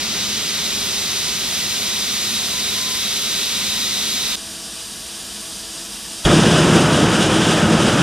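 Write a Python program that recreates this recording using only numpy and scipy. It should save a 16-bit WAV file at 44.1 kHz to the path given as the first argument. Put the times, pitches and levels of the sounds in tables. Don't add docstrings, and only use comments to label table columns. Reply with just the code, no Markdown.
import sys
import numpy as np
from scipy import signal
from scipy.fft import rfft, irfft, next_fast_len
from scipy.io import wavfile

SR = 44100
rng = np.random.default_rng(int(sys.argv[2]) if len(sys.argv) > 2 else 0)


def persist_wave(psi):
    counts = np.round(np.clip(psi, -1, 1) * 32767).astype(np.int16)
    wavfile.write(sys.argv[1], SR, np.atleast_2d(counts).T)


N = 353682
SIZE = next_fast_len(N)
GRID_HZ = np.arange(SIZE // 2 + 1) * SR / SIZE + 1e-3

# frequency_hz [Hz], density_db [dB per Hz]
GRAVEL_HISS = [(500, -49), (1200, -20.5), (2000, -11.5), (2900, -7), (3800, -3), (4700, -4.5), (5700, -5.5),
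               (6500, -7.5), (7200, -9), (8500, -11.5), (10000, -14), (12500, -17.5), (14000, -23),
               (17000, -29)]
# frequency_hz [Hz], density_db [dB per Hz]
GRAVEL_RUMBLE = [(15, -30), (30, -9), (75, -3), (210, -5), (400, -1), (550, -4.5), (900, -9), (1400, -11.5),
                 (2200, -15.5), (4000, -31)]
# centre_hz [Hz], width_hz [Hz], bell_db [dB]
GRAVEL_RINGS = [(204, 79, 7.5), (333, 47, -1.7), (398, 43, 2.8), (484, 204, -3.8), (592, 21, -1.7),
                (732, 37, 3.0), (785, 107, -3.0), (1012, 45, 3.2), (1098, 55, -2.4), (1173, 18, -1.9),
                (1205, 34, 3.2), (1302, 57, 2.1), (1744, 90, -2.7), (2088, 61, -2.1), (2820, 143, -2.4),
                (3046, 74, 1.9), (3369, 56, 3.0), (3542, 80, 2.5), (3800, 105, 3.5), (3951, 50, 2.3),
                (4166, 83, 1.8), (4317, 49, 1.6), (4661, 131, -2.3), (4909, 82, 2.3), (5889, 92, 4.1),
                (6826, 158, 2.2), (6976, 66, 2.1), (7719, 139, 2.0), (10788, 84, 3.3), (12403, 83, 2.4)]
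# frequency_hz [Hz], likeness [0-1]
PAIR_LIKENESS = [(60, .94), (290, .97), (1400, .9), (3100, .85), (6800, .72), (9000, .62), (15000, .4)]
# frequency_hz [Hz], left_minus_right_db [dB]
LEFT_SHADOW = [(200, 0), (1300, -2.5), (2400, 0.5), (6000, 0), (8100, -2), (11000, -6.5), (15000, -9)]
# frequency_hz [Hz], phase_rad [radians]
LEFT_PHASE = [(0, 0), (5860, -1.32), (7410, -3), (8610, -1), (9130, -2.5), (11500, -1.6), (12800, -3),
              (14000, -1), (16200, -4)]
# pitch_hz [Hz], level_db [dB], level_waver_db [dB spread], pitch_waver_hz [Hz spread]
GRAVEL_HUM = [(202.8, -45, 1.5, 1.97), (224.5, -48, 0.5, 2.97), (405, -56, -3, 3.97), (726, -58, -1, 3.95),
              (1015, -56.5, 7.5, 4.03)]

# frequency_hz [Hz], density_db [dB per Hz]
BOX_HISS = [(15, -30), (45, -2.5), (115, -9.5), (250, -7.5), (500, -10), (1200, -12.5), (2200, -12.5),
            (3500, -7.5), (5200, -6), (7700, -10), (9000, -7.5), (10300, -12.5), (12500, -18), (15400, -33)]
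# centre_hz [Hz], width_hz [Hz], bell_db [dB]
BOX_RINGS = [(204, 49, 6.9), (333, 26, 6.2), (376, 63, -4.4), (452, 42, 2.3), (506, 16, -3.7),
             (570, 62, -4.3), (656, 37, 6.7), (796, 32, -3.5), (1076, 59, -3.6), (1141, 31, 4.5),
             (1173, 105, -2.9), (1324, 26, 2.7), (1647, 96, 3.8), (2207, 174, -4.9), (3100, 791, 2.7),
             (4026, 75, 2.5), (4220, 178, -6.7), (4694, 59, 3.3), (4963, 180, 3.9), (5211, 81, 2.7),
             (7278, 278, 2.8), (8527, 302, 3.2), (9216, 63, 3.0), (9366, 64, 2.9), (9571, 379, 3.2),
             (10454, 140, 3.0), (10809, 139, 6.4), (11380, 525, -5.0), (12446, 284, 3.7), (13189, 103, 3.4)]
# pitch_hz [Hz], level_db [dB], level_waver_db [dB spread], pitch_waver_hz [Hz spread]
BOX_HUM = [(205, -53.5, 1.5, 2), (331, -53.5, 1.5, 2), (659.5, -55, 1.2, 2.5)]
# time_s [s], pitch_hz [Hz]
WHINE_PATH = [(4.37, 1125), (4.8, 1155), (5.05, 1125), (5.3, 1095), (5.48, 1138), (5.8, 1128), (6.24, 1142)]
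# frequency_hz [Hz], density_db [dB per Hz]
JET_SPECTRUM = [(12, -56), (20, -30.5), (155, -2), (270, -8), (328, -7), (525, -11), (587, -13.5),
                (1140, -18), (1550, -15), (2100, -23), (3010, -15), (4310, -19), (9110, -27.5),
                (11100, -40.5), (15000, -53)]
# centre_hz [Hz], width_hz [Hz], bell_db [dB]
JET_RESONANCES = [(95, 14, 3), (166, 28, 3.5), (219.6, 14.5, 8), (320.4, 38, 6.5), (595, 25, 6),
                  (702, 37, 1.5), (803, 27, 0), (1100, 35, 0), (1270, 38, 5), (1530, 400, -0.5),
                  (2130, 560, -1), (3030, 1100, 1), (4270, 590, -7.5), (5130, 680, 1), (9400, 610, 5),
                  (12435, 350, 2)]
# level_db [dB], valve_lag_s [s], rise_db_per_s [dB/s],
# surge_db [dB], surge_settle_s [s], gust_db [dB spread], gust_rate_hz [Hz]
JET_LAYERS = [(-15.5, 0.0042, 2600, 3, 0.49, 1.04, 2.6), (-21, 0.0047, 1300, 3.5, 0.091, 0.5, 2.2),
              (-21.5, 0.0005, 1500, 5, 0.019, 1.15, 7.8)]
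# start_s [s], pitch_hz [Hz], level_db [dB, before swell and decay], t60_s [s to fall 60 dB]
SLAM_MODES = [(6.247, 46, -7, 0.16), (6.2502, 3350, -6, 0.037), (6.2497, 2950, -11, 0.025),
              (6.251, 3750, -11, 0.025)]

HISS_DB, HISS_FALL_DB_PER_S = -21.5, 0.05
RUMBLE_DB, RUMBLE_FALL_DB_PER_S = -34, 0.5
CORE_HZ, CORE_WIDTH_HZ, CORE_START_DB, CORE_RISE_DB_PER_S = 3800, 570, -1, 0.95
TREBLE_HZ, TREBLE_DULL_DB, TREBLE_CLEARS_S = 8000, -6, 0.8
ECHOES_START_HZ = 1800

CUT_OUT_S, CUT_IN_S, GAP_DB = 4.356, 4.36, -19

VALVE_S = 6.254
INSIDE_DB, INSIDE_DROP_DB, DROP_S = -30.5, 8.5, 0.046
WHINE_DB = -56
ROAR_TOP_HZ, JET_HISS_START_HZ = 600, 2200
JET_HISS_SAG_DB_PER_S = 1.1

INSIDE_CUTOFF_HZ, CUTOFF_HZ = 15050, 15700


def from_db(db):
    return 10 ** (np.asarray(db) / 20)


def rms_one(x):
    return x / np.sqrt(np.mean(x ** 2) + 1e-20)


def in_time(rows):
    time_s, *columns = np.transpose(rows)
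    return [np.interp(np.arange(N) / SR, time_s, column) for column in columns]


def at_hz(points, hz):
    table_hz, values = np.array(points).T
    return np.interp(np.log(hz), np.log(table_hz), values)


def drift(rate_hz):
    pole = np.exp(-80 * np.pi * rate_hz / SR)
    noise = rng.standard_normal(N // 40 + 2002)
    slow = signal.lfilter([1], [1, -2 * pole, pole * pole], noise)[2000:]
    return np.interp(np.arange(N) / 40, np.arange(len(slow)), rms_one(slow))


def turbulence(gust_db, own_db, rate_hz):
    spectrum = rfft(rng.standard_normal(SIZE))
    place = np.clip(np.log2(GRID_HZ / 90) / 1.5, 0, 5)
    together = gust_db * drift(rate_hz)
    out = np.zeros(N)
    for k in range(6):
        share = np.cos(np.pi / 2 * np.clip(place - k, -1, 1)) ** 2
        band = irfft(spectrum * share, SIZE)[:N]
        out += band * from_db(together + own_db * drift(2 * rate_hz))
    return rfft(out, SIZE)


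def colour(points, rings):
    bells = sum(db / (1 + (2 * (GRID_HZ - hz) / width_hz) ** 2) for hz, width_hz, db in rings)
    return from_db(at_hz(points, GRID_HZ) + bells)


def echoes(t60_s, level_db):
    t = np.arange(SR // 2) / SR
    decaying = rng.standard_normal(len(t)) * from_db(-60 * t / t60_s)
    tail = rms_one(decaying) / np.sqrt(len(t))
    tail[0] = 0
    share = from_db(level_db) / np.sqrt(1 + (ECHOES_START_HZ / GRID_HZ) ** 2)
    return (1 + share * rfft(tail, SIZE)) / np.sqrt(1 + share ** 2)


def vent_outside():
    t = np.arange(N) / SR
    alike = np.clip(at_hz(PAIR_LIKENESS, GRID_HZ), 0, 1)
    common = turbulence(gust_db=0.0, own_db=.5, rate_hz=7.9)
    apart = turbulence(gust_db=.3, own_db=.6, rate_hz=8.3)
    common = np.sqrt(1 + alike) * common * echoes(t60_s=.15, level_db=-7.5)
    apart = np.sqrt(1 - alike) * apart

    shadow = from_db(at_hz(LEFT_SHADOW, GRID_HZ) / 2)
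    phase_turn = np.exp(1j * np.interp(GRID_HZ, *np.transpose(LEFT_PHASE)))
    pair = np.array([(common + apart) * shadow * phase_turn, (common - apart) / shadow])

    spectrum = pair * colour(GRAVEL_HISS, GRAVEL_RINGS)
    core = 1 / (1 + (2 * (GRID_HZ - CORE_HZ) / CORE_WIDTH_HZ) ** 2)
    treble = 1 / (1 + (TREBLE_HZ / GRID_HZ) ** 6)
    shares = [(1 - core - treble, 0),
              (core, CORE_START_DB + CORE_RISE_DB_PER_S * t),
              (treble, TREBLE_DULL_DB * np.exp(-t / TREBLE_CLEARS_S))]
    hiss = sum(from_db(db) * irfft(spectrum * share, SIZE)[:, :N] for share, db in shares)
    hiss = hiss / np.std(irfft(spectrum, SIZE))
    rumble = rms_one(irfft(pair * colour(GRAVEL_RUMBLE, GRAVEL_RINGS), SIZE)[:, :N])

    hiss = hiss * from_db(HISS_DB - HISS_FALL_DB_PER_S * t)
    rumble = rumble * from_db(RUMBLE_DB - RUMBLE_FALL_DB_PER_S * t)
    return hiss + rumble


def tone(pitch_hz, level_db):
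    return np.sqrt(2) * from_db(level_db) * np.sin(2 * np.pi * np.cumsum(pitch_hz) / SR)


def hum(lines):
    out = 0
    for pitch_hz, level_db, level_waver_db, pitch_waver_hz in lines:
        pitch = pitch_hz + pitch_waver_hz * drift(2.91)
        out = out + tone(pitch, level_db + level_waver_db * drift(2.3))
    return out


def vent_inside():
    noise = turbulence(gust_db=.2, own_db=.5, rate_hz=6) * echoes(t60_s=.2, level_db=-7.5)
    level_db, = in_time([(VALVE_S, INSIDE_DB), (VALVE_S + DROP_S, INSIDE_DB - INSIDE_DROP_DB)])
    return from_db(level_db) * rms_one(irfft(noise * colour(BOX_HISS, BOX_RINGS), SIZE)[:N])


def whine():
    pitch_hz, = in_time(WHINE_PATH)
    return tone(pitch_hz + 3 * drift(4.6), WHINE_DB + 1.5 * drift(5.0))


def jet():
    noise = turbulence(gust_db=0.52, own_db=0.5, rate_hz=17.0)
    noise = noise * colour(JET_SPECTRUM, JET_RESONANCES)
    roar = 1 / (1 + (GRID_HZ / ROAR_TOP_HZ) ** 6)
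    hiss = 1 / (1 + (JET_HISS_START_HZ / GRID_HZ) ** 6)
    shares = (roar, 1 - roar - hiss, hiss)
    sags = (0, 0, JET_HISS_SAG_DB_PER_S)
    out = 0
    for share, sag, layer in zip(shares, sags, JET_LAYERS):
        db, lag_s, rise, surge_db, settle_s, gust_db, rate_hz = layer
        t = np.arange(N) / SR - VALVE_S - lag_s
        after = np.maximum(t, 0)
        level_db = db + rise * np.minimum(t, 0)
        level_db = level_db + surge_db * np.exp(-after / settle_s) - sag * after
        level_db = level_db + gust_db * drift(rate_hz)
        out = out + from_db(level_db) * rms_one(irfft(noise * share, SIZE)[:N])
    return out


def slam():
    out = 0
    for start_s, pitch_hz, level_db, t60_s in SLAM_MODES:
        t = np.arange(N) / SR - start_s
        decay = from_db(level_db - 60 * np.maximum(t, 0) / t60_s)
        swell = np.clip(t / max(.003, .5 / pitch_hz), 0, 1)
        out = out + decay * swell * np.sin(2 * np.pi * pitch_hz * t)
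    return out


def scene():
    outside, = in_time([(CUT_OUT_S, 1), (CUT_OUT_S + .0005, from_db(GAP_DB)),
                        (CUT_IN_S, from_db(GAP_DB)), (CUT_IN_S + .001, 0)])
    inside, = in_time([(CUT_IN_S, 0), (CUT_IN_S + 0.00051, 1)])
    far = vent_outside() + hum(GRAVEL_HUM)
    near = vent_inside() + hum(BOX_HUM) + whine() + jet() + slam()
    top_cut = signal.ellip(4, .5, 15, INSIDE_CUTOFF_HZ, fs=SR, output="sos")
    return outside * far + inside * signal.sosfilt(top_cut, near)


def record(dry):
    rounded = 1.5 * np.tanh(dry / 1.5)
    top_cut = signal.ellip(12, .2, 90, CUTOFF_HZ, fs=SR, output="sos")
    return signal.sosfilt(top_cut, rounded)


dry = scene()
out = record(dry)
persist_wave(out)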